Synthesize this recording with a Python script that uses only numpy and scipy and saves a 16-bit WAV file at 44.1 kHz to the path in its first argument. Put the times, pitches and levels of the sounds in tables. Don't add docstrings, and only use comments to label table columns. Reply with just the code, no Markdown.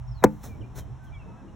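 import sys
import numpy as np
from scipy import signal
from scipy.fft import rfft, irfft, next_fast_len
from scipy.io import wavfile
from scipy.ndimage import uniform_filter1d, map_coordinates

SR = 44100
rng = np.random.default_rng(int(sys.argv[2]) if len(sys.argv) > 2 else 0)


def how_loud(loudness_db):
    steps = np.asarray(loudness_db, float) / 20
    return 10 ** steps


def int16_out(signal):
    q = np.round(np.clip(np.atleast_2d(signal).T, -1, 1) * 32767)
    wavfile.write(sys.argv[1], SR, q.astype(np.int16))


N = 68355

LAND_S, SHEET_DB = 0.2340, 30.5
RING_S, RING_DB, RING_RISE_S = 0.249, -22, 0.0056
HUM_HZ, HUM_SHAKE_HZ = 125.3, 4.82
TRAFFIC_DB, AIR_DB, YARD_DB = -58, -71, -30
TOP_HZ, OVER_TOP_DB = 15950, -22

# [delay/s, spread/(s*sqrt(Hz)), level/dB, polarity, left-right/dB]
WAVE_PATHS = [(.0019, .14, -.7, 1, .5), (.0022, .195, 1.1, -1, .5), (.00045, .255, -.3, 1, 0),
              (.00065, .335, -4.6, 1, 2), (.00385, .16, -7.6, 1, -1.5), (.0079, .245, -13, -1, 3)]
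# [f/Hz, level/dB per Hz]
SHEET_SPECTRUM = [(60, -29), (110, -12), (348, 0.5), (497, 1), (939, -4), (1220, -10), (1770, -14),
                  (2600, -41.5), (3400, -75)]
# [f/Hz, left-right/dB]
SHEET_BALANCE = [(200, -1.5), (700, 3), (1300, 3), (2400, 10)]
# [f/Hz, level/dB, t60/s]
BOX_MODES = [(152.8, -6.5, 0.42), (199, -14, 0.069), (208.7, 2.5, 0.27), (297, 0, 0.2), (482, -2, .13),
             (518, -4.5, 0.17), (732, -14, 0.11), (877, -6, 0.14)]
# [t/s, rise/s, fall t60/s, hiss level/dB, thump level/dB]
CONTACTS = [(0.2397, 0.0004, 0.022, -18, -62), (0.244, 0.0036, 0.021, -30.5, -58),
            (.234, 0.0077, 0.027, -58, -26), (0.255, 0.0035, 0.08, -76, -25), (.3, 0.015, 1.5, -66.5, -77),
            (0.439, .005, 0.21, -48.5, -52.5), (0.4423, 0.0026, 0.026, -69, -43),
            (.465, 0.04, .12, -54.5, -49.5), (0.764, 0.011, 0.16, -52, -51),
            (0.794, 0.021, 0.081, -45, -42.5), (1.05, 0.022, 0.17, -67, -67)]
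# [f/Hz, level/dB per Hz]
SLAP_SPECTRUM = [(1470, -35), (2500, -15.5), (4580, -4), (5520, -5.5), (8660, -8.5), (9360, -13),
                 (16000, -7.5)]
# [f/Hz, level/dB per Hz]
CLOTH_SPECTRUM = [(880, -39), (1500, -10.5), (2720, -12), (3840, -4.5), (4690, -8), (6060, -1.5),
                  (8830, -9.5), (16000, -4)]
# [f/Hz, level/dB per Hz]
THUMP_SPECTRUM = [(60, -120), (90, 7.5), (300, -6), (800, -7.5), (1600, -14.5), (2600, -23), (3000, -120)]
# [t/s, length/s, start f/Hz, end f/Hz, level/dB]
WHISTLES = [(0.074, 0.025, 5510, 5360, -65.5), (0.109, 0.031, 5630, 4900, -64),
            (0.142, 0.081, 4560, 3710, -65.5), (0.485, 0.073, 2440, 2255, -64),
            (0.609, 0.02, 3240, 2640, -63.5), (0.628, 0.029, 2360, 2440, -62.5),
            (0.796, 0.042, 3200, 3070, -68.5), (1.064, 0.032, 3300, 3030, -70.5),
            (1.12, 0.063, 2384, 2253, -60), (1.138, 0.027, 3460, 3210, -66),
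            (1.188, 0.05, 2750, 2520, -64.5), (1.234, 0.13, 2670, 2547, -74),
            (1.362, 0.06, 2640, 2590, -73.5), (1.477, 0.024, 2830, 2830, -72.5),
            (0.986, 0.12, 1530, 1515, -63.5), (1.265, 0.11, 898, 983, -61.5),
            (1.299, 0.082, 1263, 1330, -65), (1.372, 0.047, 1656, 1594, -65.5)]
# [t/s, rumble level/dB, body level/dB]; the rumble peak at 0.262 s is the low thud of the hit
WIND_LEVELS = [(0.0, -37.5, -63.5), (0.112, -34.5, -62.5), (0.206, -44.5, -56), (0.262, -25, -77),
               (0.306, -46, -53), (0.626, -36, -51.5), (0.65, -46, -48), (0.776, -37, -52),
               (1.01, -44.5, -57.5), (1.056, -38, -55), (1.346, -46, -52), (1.55, -43.5, -55)]
# [f/Hz, level/dB per Hz]
RUMBLE_SPECTRUM = [(13, -46), (22, -17.5), (54, 0.5), (96, -7.5), (125, 0.5), (200, -31), (260, -57),
                   (440, -120)]
# [f/Hz, level/dB per Hz]
BODY_SPECTRUM = [(110, -36), (180, 0.5), (416, -11.5), (620, -18), (810, -55), (1360, -120)]
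# [t/s, level/dB]
HUM_LEVELS = [(0.3, -57), (0.598, -49), (0.634, -34.5), (0.676, -47), (0.72, -35.5), (0.846, -53.5),
              (0.918, -30.5), (1.002, -46.5), (1.072, -61), (1.26, -69), (1.278, -43.5), (1.416, -59.5),
              (1.494, -38.5), (1.55, -50)]
# [f/Hz, level/dB per Hz]
TRAFFIC_SPECTRUM = [(450, -68), (620, -2.5), (900, 0), (1400, -9.5), (2040, -16.5), (3000, -35),
                    (3900, -35), (6000, -120)]
# [f/Hz, level/dB per Hz]
AIR_SPECTRUM = [(1470, -27), (2500, -0.5), (4050, -7), (4630, -15), (5380, -3), (8640, -13.5), (11100, -19),
                (16500, -29)]
# [f/Hz, likeness/1]
LIKENESS = [(60, 0.56), (180, 0.39), (550, 0.76), (1650, 0.75), (4970, 0.9), (15000, 0.13)]
# [f/Hz, left-right/dB]
BALANCE = [(60, -1.5), (240, 0), (950, 0), (3770, 0.5), (15000, -0.5)]
# [f/Hz, t60/s]
YARD_DECAY = [(200, 0.17), (1500, 0.27), (6000, 0.26), (15000, 0.77)]
# [f/Hz, width/Hz, level/dB]
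DROPPED_BANDS = [(4770, 300, -12), (8720, 276, -14), (13100, 430, -19)]


def unit(x):
    return x / np.sqrt(np.mean(x ** 2) + 1e-20)


def along(points, hz):
    f, v = np.transpose(points)
    return np.interp(np.log(hz + 1), np.log(f + 1), v)


def curves(rows):
    s, *cols = np.transpose(rows)
    return [np.interp(np.arange(N) / SR, s, c) for c in cols]


def wobble(rate_hz):
    return map_coordinates(rng.standard_normal(200), [np.arange(N) * rate_hz / SR])


def filtered(x, response):
    m = next_fast_len(N + SR // 2)
    hz = np.fft.rfftfreq(m, 1 / SR)
    return irfft(rfft(x, m) * response(hz), m)[..., :N]


def sides(db):
    return how_loud(np.array([db / 2, -db / 2]))


def rush(spectrum, alike, lean=[(100, 0)]):
    def mid_side(hz):
        turn = np.arccos(np.clip(along(alike, hz), -1, 1)) / 2
        return how_loud(along(spectrum, hz)) * [np.cos(turn), np.sin(turn)]

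    mid, side = filtered(rng.standard_normal((2, N)), mid_side)
    stereo = np.array([mid + side, mid - side])
    return unit(filtered(stereo, lambda hz: sides(along(lean, hz))))


def board():
    blow = np.zeros(N)
    blow[0] = how_loud(SHEET_DB)

    def sheet(hz):
        waves = 0
        for delay_s, spread, db, polarity, pan_db in WAVE_PATHS:
            lag_cycles = hz * (LAND_S + delay_s) + 2 * spread * np.sqrt(hz)
            gain = polarity * how_loud(db) * sides(pan_db)[:, None]
            waves = waves + gain * np.exp(-2j * np.pi * lag_cycles)
        return waves * how_loud(along(SHEET_SPECTRUM, hz)) * sides(along(SHEET_BALANCE, hz))

    sweep = filtered(blow, sheet)
    t = np.maximum(np.arange(N) / SR - RING_S, 0)
    ring = np.zeros((2, N))
    for (hz, db, t60_s), (a, b) in zip(BOX_MODES, rng.random((len(BOX_MODES), 2))):
        phase = a + 0.1 * b * np.array([[1], [-1]])
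        ring += how_loud(db - 60 * t / t60_s) * np.sin(2 * np.pi * (hz * t + phase))
    rise = 1 - np.exp(-(t / RING_RISE_S) ** 2)
    return sweep + how_loud(RING_DB) * ring * rise


def bag():
    t = np.arange(N) / SR
    slap, slide, thump = np.zeros((3, N))
    for i, (s, rise_s, t60_s, hiss_db, thump_db) in enumerate(CONTACTS):
        swell = np.exp(-((t - s) / rise_s) ** 2)
        shape = np.where(t < s, swell, how_loud(-60 * np.abs(t - s) / t60_s))
        hiss = slap if i < 2 else slide
        hiss += how_loud(hiss_db) * shape
        thump += how_loud(thump_db) * shape
    grit = how_loud(1.8 * uniform_filter1d(rng.standard_normal(N), size=25) * 3.7)
    near = [(1000, 0.97), (8000, 0.93), (14000, 0.27)]  # f/Hz, likeness
    cloth = unit(grit * rush(CLOTH_SPECTRUM, near))
    return slap * rush(SLAP_SPECTRUM, near) + slide * cloth + thump * rush(THUMP_SPECTRUM, near)


def birds():
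    out, t = np.zeros(N), np.arange(N) / SR
    shake, flutter = wobble(90), how_loud(1.2 * wobble(70.17))
    for s, length_s, from_hz, to_hz, db in WHISTLES:
        u = np.clip((t - s) / length_s, 0, 1)
        pitch_hz = (from_hz + (to_hz - from_hz) * u) * (1 + 0.0067 * shake)
        swell = np.sin(np.pi * u) ** 0.44 * (u < 1)
        out += how_loud(db + 6) * swell * np.sin(2 * np.pi * np.cumsum(pitch_hz) / SR)
    return out * flutter


def yard(x):
    hz, t, z = signal.stft(rng.standard_normal((2, SR // 2)), SR, nperseg=256)
    decay = how_loud(-60 * t / along(YARD_DECAY, hz)[:, None])
    tail = signal.istft(z * decay, SR, nperseg=256)[1]
    tail = tail / np.linalg.norm(tail[0])
    late = np.pad(x, (300, 0))[None]
    return signal.fftconvolve(late, tail, axes=1)[:, :N]


def wind():
    rumble_db, body_db = curves(WIND_LEVELS)
    rumble = how_loud(rumble_db + 1.2 * wobble(12.6)) * rush(RUMBLE_SPECTRUM, LIKENESS, BALANCE)
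    body = how_loud(body_db + 4.5 * wobble(14.4)) * rush(BODY_SPECTRUM, LIKENESS, BALANCE)
    return rumble + body


def motor():
    level_db, = curves(HUM_LEVELS)
    pitch_hz = HUM_HZ + HUM_SHAKE_HZ * wobble(14.81)
    side_rad = np.array([[0.5], [-0.5]]) * 0.56
    hum = np.sin(2 * np.pi * np.cumsum(pitch_hz) / SR + side_rad)
    return how_loud(level_db - 4.5) * unit(hum)


def traffic():
    return how_loud(TRAFFIC_DB + 0.53 * wobble(5.4)) * rush(TRAFFIC_SPECTRUM, LIKENESS, BALANCE)


def leaves():
    return how_loud(AIR_DB + 0.23 * wobble(5.4)) * rush(AIR_SPECTRUM, LIKENESS, BALANCE)


def scene():
    near, song = board() + bag(), birds()
    near_echo = how_loud(YARD_DB) * yard(near.mean(0))
    song_stereo = song * sides(-0.37)[:, None]
    song_echo = how_loud(-4.5) * yard(song)
    return near + near_echo + song_stereo + song_echo + wind() + motor() + traffic() + leaves()


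def top_cut(x):
    return signal.sosfilt(signal.butter(12, 17170, fs=SR, output="sos"), x)


def record(dry):
    def colour(hz):
        notch_db = sum(db * np.exp(-((hz - c) / w) ** 4) for c, w, db in DROPPED_BANDS)
        return how_loud(notch_db + OVER_TOP_DB * (hz > TOP_HZ))

    mix = filtered(dry, colour)
    return top_cut(mix)


dry = scene()
out = record(dry)
int16_out(out)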